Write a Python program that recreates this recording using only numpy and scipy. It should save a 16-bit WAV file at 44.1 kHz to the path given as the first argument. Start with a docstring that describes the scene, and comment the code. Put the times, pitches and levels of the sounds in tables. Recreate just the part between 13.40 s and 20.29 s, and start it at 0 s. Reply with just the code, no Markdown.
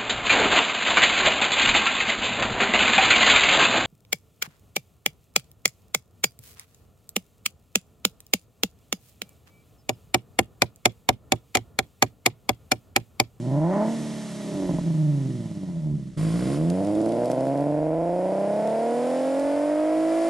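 """A V6 with no mufflers is blipped at a standstill, heard just behind the tailpipes. Six unequal exhaust
pulses a cycle ring the open pipes, and gas rasps and hisses out with them. As the revs fall, late burns
pop and the engine burbles back to idle. After a cut the car pulls away, grit ticking under the tyres,
and the microphone follows it through one long climb of the revs. A faint rumble swells now and then."""
import sys
import numpy as np
from scipy import signal
from scipy.fft import rfft, irfft, next_fast_len
from scipy.io import wavfile
from scipy.ndimage import uniform_filter1d

SR = 44100
rng = np.random.default_rng(int(sys.argv[2]) if len(sys.argv) > 2 else 0)


def to_wav(s):
    """Save 16-bit WAV."""
    ch = np.atleast_2d(s).T  # columns
    pcm = np.round(np.clip(ch, -1, 1) * 32767)  # PCM
    wavfile.write(sys.argv[1], SR, pcm.astype(np.int16))


N = 303849
TIME = np.arange(N) / SR
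SIZE = next_fast_len(N + SR // 2, real=True)
FREQ = np.maximum(np.arange(SIZE // 2 + 1) * SR / SIZE, 1)
CUT_S, CRUISE_HZ = 2.772, 200

# engine states: start_s, end_s, ramp_s
BLIP = (0.18, 0.46, .12)  # throttle snapped open
BARK = (0.33, 0.36, .08)  # the blip's hardest burns
FUEL_CUT = (0.526, 1.13, .16)  # coasting unfired
RELIGHT = (1.15, 1.29, .1)  # one bank fires again before the other
MISFIRE = (1.29, 1.563, 0.063)
STUMBLE = (1.398, 1.435, .014)
STRAIN = (3.553, 4.42, 0.58)  # full load at low revs


# time_s, firing_hz
PARKED_SPEED = [(0, 117.3), (.1, 130.3), (.2, 152.2), (.38, 206.4), (.52, 228), (.9, 214.2), (1.15, 200),
                (1.3, 177.6), (1.7, 146.7), (2.0, 116.1), (2.41, 78.13), (2.77, 60.66)]
# pipe bands, low to high: time_s, boom_db, drone_db, blare_db
PARKED_BANDS = [(0.0, -33, -37.5, -49), (0.14, -21, -27, -31.5), (0.43, -26.5, -30, -25),
                (0.57, -33.5, -33, -42), (0.92, -36.5, -45, -45), (1.22, -34, -27.5, -36.5),
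                (1.5, -22.5, -35, -45.5), (1.69, -19.5, -32, -44), (1.92, -29, -33.5, -52.5),
                (2.07, -32, -43.5, -47), (2.13, -34, -41.5, -52), (2.22, -32.5, -38.5, -50.5),
                (2.44, -27.5, -48, -49.5), (2.46, -26.5, -38.5, -48.5), (2.53, -22, -38, -55),
                (2.57, -29, -44.5, -58), (2.74, -40.5, -51, -65)]
# gas spectrum: freq_hz, relative_db
PARKED_GAS = [(650, -34), (1100, 10), (1230, 7.5), (1460, 4.5), (1630, -0.5), (1820, 5), (2060, 0.5),
              (2510, -10), (3540, -12.5), (4900, -15), (5630, -13), (8590, -17), (11500, -23), (15000, -63),
              (22000, -120)]

def parked_engine(body):
    """One blip and back to idle; the hiss grows with the revs and sinks under a loud boom."""
    boom_db = curves(PARKED_BANDS)[0]
    duck_db = 0.23 * np.maximum(boom_db + 28.5, 0)
    hiss_db = -47.5 + 9 * octaves(PARKED_SPEED) - duck_db - 4 * during(BLIP)
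    pulses, puffs = firings(PARKED_SPEED, jitter=0.019, puff_s=0.0039)
    tone = pipe_tone(pulses, puffs, PARKED_SPEED, PARKED_BANDS, body, churn_db=-8.5, steepen_db=3)
    rasp = gas_rasp(pulses, puffs, PARKED_SPEED, PARKED_GAS, edge_db=-14, side_db=-13.5)
    rasp *= rasp_gain(PARKED_SPEED, PARKED_BANDS, offset_db=-19, floor_db=hiss_db - 8)
    return tone + rasp + undb(hiss_db) * gas_hiss(puffs, PARKED_GAS, throb=0.1, side_db=-13.5)


# time_s, firing_hz
ROAD_SPEED = [(2.78, 51.54), (2.87, 53.95), (3.0, 59.6), (3.1, 67.3), (3.27, 84.66), (3.4, 96),
              (3.47, 101.9), (3.64, 109.6), (4.0, 131.4), (4.51, 158.1), (4.78, 179.4), (5.29, 216.4),
              (5.84, 263.2), (6.45, 310.9), (6.68, 324.4), (6.89, 333.6)]
# pipe bands, low to high: time_s, boom_db, drone_db, blare_db
ROAD_BANDS = [(2.8, -22, -34, -42.5), (2.94, -23.5, -33, -41.5), (3.12, -27.5, -27, -35.5),
              (3.29, -21.5, -28.5, -36.5), (3.37, -26, -30, -29.5), (3.59, -37, -22, -30),
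              (3.84, -37, -30.5, -24.5), (4.26, -31, -26, -27), (5.28, -35, -37, -24),
              (5.51, -54, -30, -25), (5.55, -46, -30.5, -25.5), (6.53, -56, -24.5, -24.5),
              (6.6, -48.5, -23, -26.5), (6.87, -56, -25, -24.5)]
# gas spectrum: freq_hz, relative_db
ROAD_GAS = [(650, -16), (1100, 4), (1170, -4), (1390, -5.5), (1610, -8.5), (2020, -8), (2800, -14.5),
            (3060, -15), (4270, -19), (4900, -15.5), (6580, -22), (7050, -17), (8090, -21.5), (8930, -16),
            (11500, -25.5), (15000, -43), (22000, -120)]
# time_s, level_db
ROAD_HISS = [(2.8, -46.5), (3.16, -45), (3.2, -51.5), (3.92, -52.5), (4.53, -60.5), (4.85, -55),
             (5.75, -48), (6.48, -51), (6.87, -45)]

def road_engine(body):
    """One long pull under load; the boom gives way to blare and rasp."""
    hiss_db, = curves(ROAD_HISS)
    pulses, puffs = firings(ROAD_SPEED, jitter=0.0091, puff_s=0.016)
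    tone = pipe_tone(pulses, puffs, ROAD_SPEED, ROAD_BANDS, body, churn_db=-15.5, steepen_db=-23)
    rasp = gas_rasp(pulses, puffs, ROAD_SPEED, ROAD_GAS, edge_db=-2.5, side_db=-16)
    rasp *= rasp_gain(ROAD_SPEED, ROAD_BANDS, offset_db=-24, floor_db=hiss_db)
    return tone + rasp + undb(hiss_db) * gas_hiss(puffs, ROAD_GAS, throb=0.24, side_db=-16)


# cylinders in firing order, under load at CRUISE_HZ: pulse_db, delay_intervals
CYLINDERS_PULLING = [(2.5, 0.0068), (2.5, -0.0059), (1, -0.025), (4, -0.048), (2.3, 0.057), (1.9, 0.016)]
# the same, throttle closed: pulse_db, delay_intervals
CYLINDERS_COASTING = [(-3.5, 0.058), (-5.5, -0.0077), (-0.5, -0.089), (-7.5, -0.022), (-2.5, 0.037),
                      (0.5, 0.018)]

def firings(speed, jitter, puff_s):
    """Exhaust pulses and their puffs of gas; each cylinder has its own strength and path."""
    lope_s, lope_width_s, lope_db = 2.113, 0.24, 8.5  # one cylinder fires harder as the revs sink
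    hz, = curves(speed)
    coast, scatter_db, bank_db = combustion()
    count = np.cumsum(hz) / SR
    count += -np.interp(lope_s, TIME, count) % 6  # cylinder 0 fires at the height of the lope
    firing = np.arange(int(count[0]) + 1, int(count[-1]))
    cylinder, at = firing % 6, np.searchsorted(count, firing)
    level_draw, time_draw = rng.standard_normal((N // 100, 2))[firing].T
    # cylinders differ more as pulses crowd the manifold
    crowding = np.minimum(hz[at, None], 280) / CRUISE_HZ
    pulling = np.array(CYLINDERS_PULLING)[cylinder] * crowding
    coasting = np.array(CYLINDERS_COASTING)[cylinder]
    share = coast[at, None]
    db, delay = ((1 - share) * pulling + share * coasting).T
    db += bank_db[at] * (firing % 2 - .5)  # banks alternate
    db += lope_db * np.exp(-((TIME[at] - lope_s) / lope_width_s) ** 2) * (cylinder == 0)
    times = np.interp(firing + delay + jitter * scatter_db[at] * time_draw, count, TIME)
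    pulses = steady(clicks(times, undb(db + scatter_db[at] * level_draw)))
    puffs = steady(np.abs(through(pulses, 1 / (1 + 2j * np.pi * FREQ * puff_s))))
    return pulses, puffs


def combustion():
    """Uneven burning: share of the closed-throttle pattern, firing scatter, bank imbalance."""
    unfired, strain = during(FUEL_CUT), during(STRAIN)
    coast = np.maximum(unfired, 0.207 * (TIME < CUT_S) + 0.18 * strain)
    scatter_db = 1 + 5 * during(MISFIRE) + 0.76 * strain
    bank_db = -0.1 + 0.5 * unfired + 14 * during(RELIGHT) + 4 * strain
    return coast, scatter_db, bank_db


# centre_hz, width_hz, parked_db, road_db
PIPE_MODES = [(55, 19, -46, -7), (164.5, 43.7, 6.5, 12), (226.5, 51, -5.5, -2.5), (304.8, 87, 3, 6.5),
              (476, 77, -14, 0.5), (541, 66, -9.5, 0), (604, 86, 3.5, 2), (676.6, 79, -11.5, 0.5),
              (844, 320, -10.5, -12.5), (1005, 68, -7, -13.5)]

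def pipe_body(parked):
    """Steep-sided resonances of the open exhaust; its mouth radiates no deep bass."""
    power = 0
    for hz, width_hz, parked_db, road_db in PIPE_MODES:
        gain = undb(parked_db if parked else road_db)
        power += (gain / (1 + (2 * (FREQ - hz) / width_hz) ** 2)) ** 2
    leak = undb(-26.5) * below(2800, order=3)  # pulse edge passing between resonances
    return causal(np.sqrt(power + leak ** 2) * above(43, order=4))


def pipe_tone(pulses, puffs, speed, bands, body, churn_db, steepen_db):
    """Pulses and turbulence ring the pipe; three bands each follow their own level."""
    boom_db, drone_db, blare_db = curves(bands)
    # weak or slow pulses leave more turbulence
    coast = combustion()[0]
    lugging = np.clip(1 - curves(speed)[0] / 125, 0, 1)
    churn = undb(churn_db + 5.5 * coast + 34 * lugging) * puffs * noise(-11)
    ring = through(pulses + through(churn, 1 - 0.77 * below(415, order=6)), body)
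    # loud pulses steepen down the pipe and gain treble
    steep = undb(steepen_db + 3.9 * (blare_db - blare_db.max())) * through(ring, above(700, order=16))
    low, middle, upper = below(222, order=20), below(443, order=14), below(1057, order=12)
    boom = undb(boom_db) * steady(through(ring, low))
    drone = undb(drone_db) * steady(through(ring, (1 - low) * middle))
    blare = undb(blare_db) * steady(through(ring + steep, (1 - middle) * upper * pipe_echoes()))
    return (boom + drone + blare) * undb(-8 * during(STUMBLE))


def pipe_echoes(round_trip_s=.0064, reflection=0.33):
    """All-pass train of echoes along the pipe, filling the gaps between pulses."""
    trip = np.exp(-2j * np.pi * FREQ * round_trip_s)
    return (trip - reflection) / (1 - reflection * trip) / trip


def gas_rasp(pulses, puffs, speed, gas, edge_db, side_db):
    """Puffing gas, throbbing harder under strain, plus pulse edges that grow with the revs."""
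    colour = undb(spectrum(gas)) * above(940)
    edge = steady(through(pulses, colour * above(1057, order=12) * below(2730)))
    cracks = 0.77 * during(STRAIN) * steady(np.abs(through(pulses, below(300, order=2))))
    rush = steady(through(noise(side_db) * (puffs + cracks + .5), colour * below(3140)))
    return steady(rush + undb(edge_db + 2.5 * octaves(speed)) * edge)


def rasp_gain(speed, bands, offset_db, floor_db):
    """The rasp grows with blare, revs and effort."""
    blare_db = curves(bands)[2]
    effort_db = 8 * during(BARK) + 2.5 * during(STRAIN)
    return np.hypot(undb(blare_db + offset_db + 7 * octaves(speed) + effort_db), undb(floor_db))


def gas_hiss(puffs, gas, throb, side_db):
    """Treble of the rushing gas, pulsing slightly with the puffs."""
    colour = undb(spectrum(gas)) * above(940) * np.sqrt(1 - below(3140) ** 2)
    return steady(through(noise(side_db) * (1 - throb + throb * puffs), colour))


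# start_s, relative_db, sharpness_db
POPS = [(1.127, -24, -22), (1.148, -20, -22), (1.292, -15, -12), (1.336, -17, -22), (1.385, -17, -11.5),
        (1.412, -21, -25)]

def late_burns(body, gain_db=-1.5, treble_db=6):
    """Unburnt fuel goes off in the pipe: one pressure pulse each, the sharper the brighter."""
    start_s, db, sharpness_db = np.transpose(POPS)
    low = body * causal(below(360, order=4))
    high = body * causal(above(500, order=4) * below(1270, order=4))
    dull = through(clicks(start_s, undb(db)), low)
    bright = through(clicks(start_s, undb(db + sharpness_db + treble_db)), high)
    return undb(gain_db) * (dull + bright) / np.abs(irfft(low, SIZE)).max()


# start_s, relative_db
STONES = [(3.3004, -33.5), (3.4471, -41), (3.4703, -41.5), (3.856, -39), (3.915, -34), (5.2734, -42),
          (5.9949, -37.5)]

def tyre_grit(gain_db=4, crush_s=0.0017):
    """Small stones crunch under the tyres, with 20 finer ones as the car leaves the verge."""
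    when, size = rng.random((20, 2)).T
    gravel = zip(3.5 + .75 * when, -47 + 8 * size - 6 * when ** 2)
    bursts = np.zeros(N)
    for start_s, db in [*STONES, *gravel]:
        decay = np.abs(TIME - start_s - crush_s) / crush_s
        bursts += undb(db + gain_db) * np.exp(-np.minimum(decay, 20))
    return through(bursts * noise(-12), above(1800, order=4) * below(11400, order=4))


# centre_s, half_width_s, level_db
RUMBLE_SWELLS = [(.23, .1, -49), (1.33, 0.11, -44), (1.75, .04, -59), (2.48, .08, -57), (2.72, 0.053, -56),
                 (3.23, .07, -48), (3.55, .1, -53), (4.5, 0.27, -50), (6.1, .15, -58), (6.57, 0.11, -86)]

def low_rumble(floor_db=-69.5):
    """A faint low rumble under the engine swells now and then."""
    swells = sum(undb(db) * np.exp(-((TIME - s) / half_s) ** 2) for s, half_s, db in RUMBLE_SWELLS)
    rumble = steady(through(noise(-34), above(32, order=4) * below(86, order=3)))
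    return (undb(floor_db) + swells) * rumble


def during(state):
    """How far an engine state has set in, 0 to 1."""
    start_s, end_s, ramp_s = state
    return np.clip(np.minimum(TIME - start_s, end_s - TIME) / ramp_s + .5, 0, 1)


def octaves(speed):
    """Revs in octaves above CRUISE_HZ."""
    return np.log2(curves(speed)[0] / CRUISE_HZ)


def undb(db):
    """Decibels to gain."""
    return 10 ** (np.asarray(db) / 20)


def curves(table):
    """Each value column of a timed table, per sample."""
    time_s, *columns = np.transpose(table)
    return [np.interp(TIME, time_s, column) for column in columns]


def spectrum(points):
    """Points joined on a log-frequency axis."""
    hz, value = np.transpose(points)
    return np.interp(np.log(FREQ), np.log(hz), value)


def through(x, response):
    """Filter by a frequency response."""
    return irfft(rfft(x, SIZE) * response, SIZE)[..., :N]


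def causal(gain):
    """Minimum-phase response: rings only after it is struck."""
    cepstrum = irfft(np.log(gain + 1e-6), SIZE)
    cepstrum[1:SIZE // 2] *= 2
    cepstrum[SIZE // 2 + 1:] = 0
    return np.exp(rfft(cepstrum))


def below(hz, order=8):
    """Low-pass magnitude."""
    return 1 / (1 + (FREQ / hz) ** order)


def above(hz, order=8):
    """High-pass magnitude."""
    return 1 - below(hz, order)


def steady(x):
    """Unit rms over about 0.1 s; single firings keep their shape."""
    power = np.atleast_2d(x ** 2).mean(0)
    power = uniform_filter1d(uniform_filter1d(power, SR // 12), SR // 12)
    return x / np.sqrt(np.maximum(power, 1e-14))


def clicks(times, sizes):
    """Impulses, each shared between two samples."""
    at = np.clip(times * SR, 0, N - 2)
    i = at.astype(int)
    return np.bincount(i, sizes * (1 - at + i), N) + np.bincount(i + 1, sizes * (at - i), N)


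def noise(side_db):
    """Stereo white noise with a weaker side part."""
    mid, side = rng.standard_normal((2, N))
    return mid + undb(side_db) * side * np.array([[1], [-1]])


def scene():
    """The parked rev, a cut, then the run down the road."""
    parked_body = pipe_body(parked=True)
    parked = parked_engine(parked_body) + late_burns(parked_body)
    road = road_engine(pipe_body(parked=False)) + tyre_grit()
    on_road = np.clip((TIME - CUT_S) / .014 + .5, 0, 1) ** 2
    return parked * (1 - on_road) + road * on_road + low_rumble()


# freq_hz, left_minus_right_db
PORT_BALANCE = [(60, -0.57), (110, -2.5), (190, -0.72), (340, -3), (610, -0.5), (1090, -1.5), (1950, -0.9),
                (3470, -2.5), (6200, -0.5), (11100, -0.5)]
# freq_hz, left_lead_rad
PORT_PHASE = [(0, 0), (260, -0.32), (520, -0.2), (2760, -0.28), (3790, 0.49), (5000, 0.21), (6630, 0.69),
              (7580, 0.37), (11300, 0.0)]

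def record(dry, ceiling=0.38, top_hz=11650):
    """Two close microphone ports differ in level and phase; peaks are rounded, the top cut steeply."""
    sides = np.array([[1], [-1]]) / 2
    ports = undb(sides * spectrum(PORT_BALANCE)) * np.exp(1j * sides * spectrum(PORT_PHASE))
    rounded = ceiling * np.tanh(through(dry, ports) / ceiling)
    return signal.sosfilt(signal.ellip(12, .2, 80, top_hz, fs=SR, output="sos"), rounded)


dry = scene()
out = record(dry)
to_wav(out)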